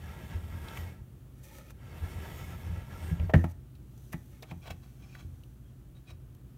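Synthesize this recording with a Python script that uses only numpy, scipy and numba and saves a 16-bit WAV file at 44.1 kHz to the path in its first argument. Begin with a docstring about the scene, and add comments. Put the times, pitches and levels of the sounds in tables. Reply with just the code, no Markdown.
"""A wooden drawer rolls out on metal runners, a hand brushes the wood, the drawer rolls back and
clunks shut, the hand brushes again, then a cabinet door opens: its catch clacks, its hinge creaks.
A quiet room hums behind it. Rolling, brushing and creaking are random noise or tiny slips sent
through resonances; knocks and thuds are decaying sines, the knocks with added noise."""
import sys
import numpy as np
from scipy import signal
from scipy.fft import rfft, irfft
from scipy.io import wavfile
from scipy.ndimage import uniform_filter1d
from numba import njit

SR = 44100
rng = np.random.default_rng(int(sys.argv[2]) if len(sys.argv) > 2 else 0)


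def master(y):
    """Save y as 16-bit WAV."""
    cut = np.clip(np.atleast_2d(y).T, -1, 1)
    pcm = np.round(cut * 32767)  # scale
    wavfile.write(sys.argv[1], SR, pcm.astype(np.int16))


N = 289737
T = np.arange(N) / SR  # time of every sample, seconds

# colour of skin rubbing, also used for the treble tick of knocks: pitch_hz, level_db (per Hz)
SKIN = [(1760, -10), (3000, -1.5), (3380, 0.5), (5350, -4.5), (5900, 6), (6500, 1.5), (7600, -1),
        (10900, -0.5), (12500, 2), (14800, 0.5), (15800, -4.5)]


def undb(db):
    """Turn decibels into a gain."""
    return np.exp(np.asarray(db) * np.log(10) / 20)


def unit(x):
    """Scale a sound to an average (rms) level of 1."""
    return x / np.sqrt(np.mean(x ** 2))


def coloured(x, table):
    """Shape x by a spectrum of (Hz, dB) points, then scale it to rms 1."""
    hz, db = np.transpose(table)
    f = np.arange(len(x) // 2 + 1) * SR / len(x) + 1  # the 1 avoids log(0)
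    gain = undb(np.interp(np.log(f), np.log(hz), db, -120, -120))
    return unit(irfft(rfft(x) * gain, len(x)))


def band(x, hz, width):
    """One resonance, gain 1 at its centre; width in Hz."""
    hz = min(hz, .4 * SR)
    return signal.lfilter(*signal.iirpeak(hz, hz / width, SR), x)


@njit
def glide(x, hz, width):
    """State-variable band-pass whose centre may move every sample."""
    y, b, l = np.empty(len(x)), 0., 0.  # b and l are the band and low states
    for i in range(len(x)):
        g, k = np.tan(np.pi * hz[i] / SR), width / hz[i]
        v = (b + g * (x[i] - l)) / (1 + g * (g + k))
        b, l, y[i] = 2 * v - b, l + 2 * g * v, k * v
    return y


def resonant(x, peaks):
    """Sum of (Hz, width, dB) resonances with alternating sign, scaled to rms 1."""
    total = 0
    for k, (hz, width, db) in enumerate(peaks):
        total = total + (-1) ** k * undb(db) * band(x, hz, width)
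    return unit(total)


def ring(modes, gains, t, damp):
    """Decaying sines of (Hz, dB, t60) modes; damp multiplies the ring time."""
    hz, db, t60 = np.transpose(modes)[:, :, None]
    decay = undb(db - 60 * t / (t60 * damp))
    return np.sum(gains[:, None] * decay * np.sin(2 * np.pi * hz * t), axis=0)


def walk(rate):
    """Random levels drawn rate times a second, joined by ramps; spread near 1."""
    levels = rng.standard_normal(int(N / SR * 60))
    return np.sqrt(3 / 2) * np.interp(T * rate, np.arange(len(levels)), levels)


def grit(rate, scatter_db):
    """Random slips at a mean rate per second, with a long tail of sizes."""
    hit = rng.random(N) < rate / SR
    size = rng.standard_normal(N) * undb(scatter_db * rng.exponential(size=N))
    return hit * size / np.sqrt(rate / SR)


def curves(tables):
    """Columns of several curve tables as sample arrays, and a soft-edged gate open inside them."""
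    s, *columns = np.transpose(np.concatenate(tables))
    gate = sum((T >= t[0][0]) & (T <= t[-1][0]) for t in tables)
    return uniform_filter1d(1. * gate, size=600), [np.interp(T, s, c) for c in columns]


def strokes(table):
    """One gain curve for each level column: every row swells to its peak and fades, straight in dB."""
    slope_db = 20  # a stroke is this far under its peak one rise before and one fall after
    out = 0
    for s, rise_s, fall_s, *db in table:
        away = np.maximum((s - T) / max(rise_s, .002), (T - s) / max(fall_s, .002))
        out = out + undb(np.array(db)[:, None] - slope_db * away)
    return out


def near_db(hz, centre_hz, octaves):
    """Loss of a mode that lies away from the favoured pitch."""
    return -6 * (np.log2(hz / centre_hz) / octaves) ** 2


def add(out, s, x):
    """Mix x into out at time s."""
    i = int(s * SR)
    out[i:i + len(x)] += x[:N - i]


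def drawer():
    """Ball bearings grind along the runners; the load shakes the deep modes of the cabinet."""
    # drawer out, then drawer in: time_s, rolling_level_db, rumble_level_db
    slide = [
        [(0.0, -52.5, -44), (0.296, -49.5, -42.5), (0.4, -52.5, -40), (0.63, -50, -38), (0.72, -49, -58),
         (0.768, -46.5, -48), (0.832, -48.5, -42), (0.938, -54.5, -46.5), (1.068, -83, -51), (1.15, -96, -85)],
        [(1.74, -76, -48), (1.83, -57.5, -53.5), (2.0, -50.5, -42.5), (2.38, -47.5, -43.5), (2.55, -50.5, -38),
         (2.6, -51, -50), (2.722, -52, -34), (2.85, -54, -44), (3.078, -48, -36.5), (3.19, -54, -37),
         (3.228, -53, -27), (3.282, -55, -35.5), (3.315, -52, -35)],
    ]
    # resonances of the metal runners: pitch_hz, width_hz, level_db (relative)
    runner = [(902, 34, 1), (1341, 54.5, 1.5), (1647, 77, 0.5), (1934, 42, -1), (2160, 28, 0.5),
              (2610, 130, -12.5), (3064, 31, -8), (4570, 130, -16), (5380, 550, -18.5)]
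    # colour of the rolling noise: pitch_hz, level_db (per Hz)
    roll_colour = [(71, -13), (120, 3.5), (250, -12.5), (375, -9), (418, -10.5), (658, -12), (1190, -19),
                   (1330, -23.5), (2220, -21), (5000, -44), (6500, -74), (11000, -120)]
    # colour of the hiss: pitch_hz, level_db (per Hz)
    hiss_colour = [(2060, -18), (3500, 3), (4230, -11), (4590, -18.5), (4950, -19.5), (7010, -4.5),
                   (9550, -6), (10400, -14), (11100, -2), (12500, -4), (15100, -4.5), (15800, -14)]
    # centres of the patches of hiss that flare: pitch_hz
    flares = [4660, 5000, 6430, 8800, 9960, 12870, 13730]
    # cabinet resonances while loaded by the rolling drawer: pitch_hz, width_hz, level_db (relative)
    carcass = [(82.2, 8.8, 0.5), (62.2, 29, -9.5), (45, 20.4, -8.5), (134, 38, -15.5), (161, 53, -12)]
    # hiss at the reference roll level, and how fast it grows with the roll
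    hiss_ref_db, hiss_db_per_db, roll_ref_db = -64, 1.53, -51

    gate, (roll_db, rumble_db) = curves(slide)
    balls = grit(16000., scatter_db=0.2)

    # the metal resonances swell and drift at random
    metal = 0
    for hz, width, db in runner:
        swell = undb(db + 2.95 * walk(24))
        metal = metal + swell * glide(balls, hz * (1 + 0.011 * walk(3.2)), 1. * width)
    roll = unit(coloured(balls, roll_colour) + undb(-7) * unit(metal))
    roll = roll * undb(roll_db + 1.4 * walk(24.86))

    # patches of the hiss flare on their own
    hiss = coloured(balls, hiss_colour)
    patches = 0
    for hz in flares:
        flare = undb(-6.5 + 6.3 * walk(7.56))
        patches = patches + flare * glide(hiss, hz * (1 + 0.024 * walk(4.95)), 0.074 * hz)
    hiss_db = hiss_ref_db + hiss_db_per_db * (roll_db - roll_ref_db)
    hiss = unit(hiss + patches) * undb(hiss_db + 0.2 * walk(25))

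    load = band(rng.standard_normal(N), 77, 82)
    rumble = resonant(load, carcass) * undb(rumble_db)
    return gate * (roll + hiss + rumble)


def hand():
    """Skin drags over the wood: bright hiss plus a patchy dull ring of the board; a sleeve rustles."""
    # brushing hand, the dull tail of the slam at 3.355 s, and a low wood scrape at 4.33 s:
    # peak_s, rise_s, fall_s, bright_level_db, dull_level_db
    brush = [(1.388, 0.011, 0.028, -74, -77), (1.436, 0.011, 0.14, -60.5, -72),
             (1.5, 0.046, 0.19, -89, -59.5), (1.592, 0.19, 0.084, -58.5, -57),
             (1.71, 0.065, 0.017, -65, -55.5), (3.355, 0.011, 0.11, -56.5, -49.5),
             (3.445, 0.0039, 0.11, -78, -61), (3.519, 0.098, 0.0063, -61.5, -74),
             (4.33, .03, 0.26, -94, -65)]
    # sleeve moving near the door: peak_s, rise_s, fall_s, level_db
    rustle = [(4.02, 0.28, 1.9, -70), (4.85, 0.47, 0.28, -78), (5.3, 0.4, 1.2, -79)]
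    # resonances of the board: pitch_hz, width_hz, level_db (relative)
    wood = [(558, 37, 1.5), (860, 19, -0.5), (1284, 60, -8), (1793, 110, -10.5), (2180, 75, -12.5),
            (2420, 57, -18)]

    bright, dull = strokes(brush)
    drag = grit(15000., scatter_db=2.03)
    board = unit(sum(undb(db + 4.1 * walk(24.25)) * band(drag, hz, width) for hz, width, db in wood))
    board = unit(board + undb(-16.5) * unit(band(drag, 1000, 1900)))
    skin = coloured(drag, SKIN)
    brushing = skin * bright * undb(2.2 * walk(45)) + board * dull
    sleeve = skin * strokes(rustle)[0] * undb(0.82 * walk(8.9))
    return brushing + sleeve


def hinge():
    """Dense slips scrape through the modes of catch and hinge; now and then one mode squeaks."""
    # dry scrapes of door catch and hinge pin: peak_s, rise_s, fall_s, lower_modes_db, upper_modes_db
    creak = [(4.51, 0.055, 0.032, -56.5, -74), (4.64, .03, 0.034, -64, -74),
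             (4.675, 0.036, 0.046, -48, -78), (4.708, 0.0065, 0.02, -41.5, -57),
             (4.835, 0.027, 0.11, -63, -74), (5.035, 0.082, 0.068, -66.5, -80),
             (5.11, 0.11, 0.12, -68.5, -72), (5.152, 0.011, 0.024, -60, -72),
             (5.202, 0.067, 0.058, -58.5, -69.5), (5.97, 0.049, 0.059, -71, -82),
             (6.105, 0.045, 0.036, -57.5, -68)]
    # catch and hinge resonances, last four are the upper modes: pitch_hz, width_hz, level_db (relative)
    hinge_modes = [(770, 100, -2), (1145, 48, 1), (1480, 110, -3), (1710, 230, -10.5), (2310, 45, -0.5),
                   (2620, 110, -3.5), (3240, 200, 0), (3930, 140, -1.5), (4460, 130, 8.5),
                   (5230, 240, 11.5), (6200, 250, 7), (6440, 300, -19)]
    # colour of the scrape under the lower modes: pitch_hz, level_db (per Hz)
    scrape = [(290, -11), (500, 3.5), (1120, -4.5), (1840, -4), (2250, -3), (2920, -5), (3180, -14),
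              (4980, -41), (15800, -13)]
    # short metal squeaks: start_s, length_s, level_db, favoured_pitch_hz
    squeaks = [(4.615, 0.026, -64, 2480), (5.022, 0.032, -64, 2390), (5.079, 0.039, -66, 2460),
               (5.12, 0.028, -65, 2460), (5.626, 0.1, -78, 3260), (5.943, 0.054, -72, 3850),
               (6.063, 0.075, -64.5, 2490), (6.068, 0.061, -65, 3883)]
    overtone_db = -10.5

    slips = grit(12000., scatter_db=1.0)
    modes = [undb(db + 2.5 * walk(30)) * unit(band(slips, hz, width)) for hz, width, db in hinge_modes]
    lower = unit(unit(sum(modes[:8])) + undb(-3) * coloured(slips, scrape))
    upper = unit(sum(modes[8:]))
    out = np.sum(strokes(creak) * [lower, upper], axis=0)

    for s, length_s, db, hz in squeaks:
        noise = rng.standard_normal((2, SR // 5))
        overtone = unit(band(noise[1], 2.23 * hz, 450)) * undb(overtone_db)
        tone = unit(band(noise[0], hz, 47)) + overtone
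        swell = signal.windows.tukey(int(length_s * SR), .6)
        # take the end of the tone, where the resonance has built up
        add(out, s, tone[-len(swell):] * swell * undb(db))
    return out


def knocks():
    """Each contact: a ringing click, a treble tick and a dry ring of the boards near the spot struck."""
    # hard contacts: start_s, click_level_db, click_pitch_hz, click_and_tick_t60_s,
    # treble_level_db, panel_level_db, panel_centre_hz (t60 is the time to fall by 60 dB)
    contacts = [(0.6835, -47, 3300, 0.03, -66, -70, 700), (0.7713, -45, 2320, 0.04, -46, -50.5, 864),
                (1.7047, -53.5, 1343, 0.02, -48, -69, 557), (3.1975, -47.5, 2450, 0.032, -65, -44, 526),
                (3.2955, -46, 1690, 0.033, -74, -34, 590), (3.3364, -22, 1636, 0.045, -46, -23.5, 478),
                (3.3399, -27, 1700, 0.013, -59, -26.5, 664), (3.3506, -41.5, 1880, 0.046, -54, -35, 347),
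                (3.4407, -38, 1650, 0.032, -51, -35, 770), (3.7514, -62.5, 3580, 0.037, -64.5, -73, 530),
                (3.9764, -65, 6680, 0.024, -57, -67.5, 523), (4.1222, -57, 2100, 0.024, -50, -58, 464),
                (4.1274, -44.5, 1840, 0.033, -42, -55, 670), (4.132, -47, 1850, 0.086, -55, -46, 776),
                (4.4235, -49.5, 3800, 0.038, -50, -53, 486), (4.429, -50, 2270, 0.05, -55, -54, 647),
                (4.5115, -48.5, 2420, 0.033, -56, -45.5, 725), (4.6565, -55, 2190, 0.026, -62, -55, 680),
                (4.678, -54, 3220, .025, -62, -53, 720), (4.7037, -47, 2260, 0.035, -49, -49.5, 734),
                (5.1505, -44.5, 1540, 0.019, -59, -84, 1200), (5.4355, -55.5, 2960, 0.017, -57, -73.5, 517),
                (6.1047, -61, 2410, 0.038, -58, -57.5, 620), (6.3486, -69, 3100, 0.014, -53, -82.5, 538)]
    # board modes: pitch_hz, level_db (relative), t60_s (before scaling for drawer or door)
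    panels = [(331, 13, 0.23), (390, 6.5, 0.073), (469, 0.5, 0.08), (558, -1.5, 0.087), (637, -7.5, 0.1),
              (679, 10, 0.027), (758, -8.5, 0.14), (845, -4, 0.11), (960, -28, 0.052), (1121, 20.5, 0.039),
              (1210, -13, 0.069), (1390, 10.5, .08)]
    # the loaded drawer boards ring shorter than the free door
    drawer_t60_s, door_t60_s, door_from_s = 0.054, 0.081, 3.6
    rise_s, rattle_db = 0.0011, 3.5

    out, t = np.zeros(N), np.arange(SR // 5) / SR
    rise = 1 - np.exp(-t / rise_s)
    for s, click_db, click_hz, t60, treble_db, panel_db, panel_hz in contacts:
        noise = rng.standard_normal((3, len(t)))
        panel_t60 = door_t60_s if s > door_from_s else drawer_t60_s

        rattle = noise[0]
        for _ in range(3):
            rattle = band(rattle, click_hz, 0.75 * click_hz)
        click = np.sin(2 * np.pi * click_hz * t) + undb(rattle_db) * unit(rattle)
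        tick = coloured(noise[1], SKIN)
        click_decay = undb(-60 * t / max(t60, .004))
        hard = click_decay * (click * undb(click_db) + tick * undb(treble_db))

        # modes near the struck spot's pitch are favoured, with random scatter
        spot_db = near_db(np.array(panels)[:, 0], panel_hz, octaves=0.3)
        spot = undb(spot_db + 3.4 * rng.standard_normal(len(panels)))
        modes = ring(panels, spot, t, panel_t60 / 0.074)
        # the many weak modes between the strong ones blur into noise
        blur = band(band(noise[2], panel_hz, 0.85 * panel_hz), panel_hz, 0.88 * panel_hz)
        blur = unit(blur) * undb(1 - 60 * t / panel_t60)
        add(out, s, rise * (hard + (modes + blur) * undb(panel_db)))
    return out


def thuds():
    """A smooth push of a few milliseconds into the low modes of the cabinet body."""
    # soft blows on the body: start_s, deep_level_db, front_level_db, push_length_s (at least 1 ms)
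    blows = [(0.09, -33, -49, 0.0066), (0.345, -22.5, -45, 0.0042), (0.782, -28.5, -43, 0.0074),
             (2.023, -23, -46, 0.0082), (2.15, -28, -53, 0.011), (2.691, -27.5, -56, 0.002),
             (3.112, -39, -25.5, 0.0053), (3.122, -35, -16.5, 0.0087), (3.196, -20, -35, 0.0043),
             (3.342, -20, -14, 0.0024), (3.349, -10.5, -30, 0.0023), (3.361, -29.5, -10, 0.0057),
             (3.443, -46, -27.5, 0.0012), (4.141, -43, -30.5, 0.003), (4.517, -40, -37, 0.0029),
             (4.541, -42, -49, 0.0037), (4.563, -62, -41, 0.0039), (4.703, -35, -44.5, 0.00082),
             (4.745, -46, -48, 0.0016), (5.248, -33, -50.5, 0.0017), (6.116, -36, -50.5, 0.0064)]
    # body modes, first two are the deep ones: pitch_hz, level_db (relative), t60_s (ringing freely)
    body = [(85.2, -4, 0.77), (59.3, -9, 0.088), (166.6, 5, 0.17), (140, -18.5, 0.072), (201, -12, 0.29),
            (247.7, -8.5, 0.32), (327, -5.5, 0.19)]
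    damp = 0.58  # share of the free ring time left by the hand and the load

    out, t = np.zeros(N), np.arange(SR // 3) / SR
    for s, deep_db, front_db, push_s in blows:
        push = np.hanning(int(np.clip(push_s, .001, .02) * SR) + 2)
        gains = undb([deep_db] * 2 + [front_db] * (len(body) - 2))
        add(out, s, signal.fftconvolve(ring(body, gains, t, damp), push / push.sum()))
    return out


def room_tone():
    """Soft air noise that flickers a little, with wavering mains and fan lines."""
    # colour of the air noise: pitch_hz, level_db (per Hz)
    air_colour = [(13, -47), (22, -49), (43, -1.5), (95, -4), (128, -5), (169, -9.5), (309, -15),
                  (336, -17.5), (430, -25), (1010, -35.5), (1330, -34.5), (2180, -41.5), (3120, -41),
                  (4840, -47.5), (15800, -43)]
    # hum lines: pitch_hz, level_db (rms)
    hum_lines = [(59, -56.5), (120, -59), (130, -55.5), (358, -75.5)]
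    air_db = -52.5

    flicker_db = .7 * walk(2.5)
    air = coloured(rng.standard_normal(N), air_colour) * undb(air_db + flicker_db)
    hum = 0
    for hz, db in hum_lines:
        level = np.sqrt(2) * undb(db + 0.29 * walk(3.94))  # root 2 turns rms into peak
        turns = np.cumsum(hz * (1 + 0.00979 * walk(3))) / SR
        hum = hum + level * np.sin(2 * np.pi * turns)
    return air + hum


def scene():
    """All sources, with a short dull echo tail from the walls on all but thuds and room tone."""
    room_t60_s, room_db, room_hz = .3, -21, 2500
    near = drawer() + hand() + hinge() + knocks()
    t = np.arange(SR // 2) / SR
    tail = rng.standard_normal(len(t)) * undb(-60 * t / room_t60_s) * (t > .004)
    tail = signal.lfilter(*signal.butter(1, room_hz, fs=SR), tail)
    wet = signal.fftconvolve(near, tail / np.sqrt(np.sum(tail ** 2)))[:N]
    return (near + undb(room_db) * wet + thuds() + room_tone())[None]


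def record(dry):
    """The phone microphone drops the deepest bass and cuts the top."""
    low_hz, top_hz = 40, 15850
    dry = signal.sosfilt(signal.butter(5, low_hz, "high", fs=SR, output="sos"), dry)
    return signal.sosfilt(signal.ellip(10, .2, 70, top_hz, fs=SR, output="sos"), dry)


dry = scene()
out = record(dry)
master(out)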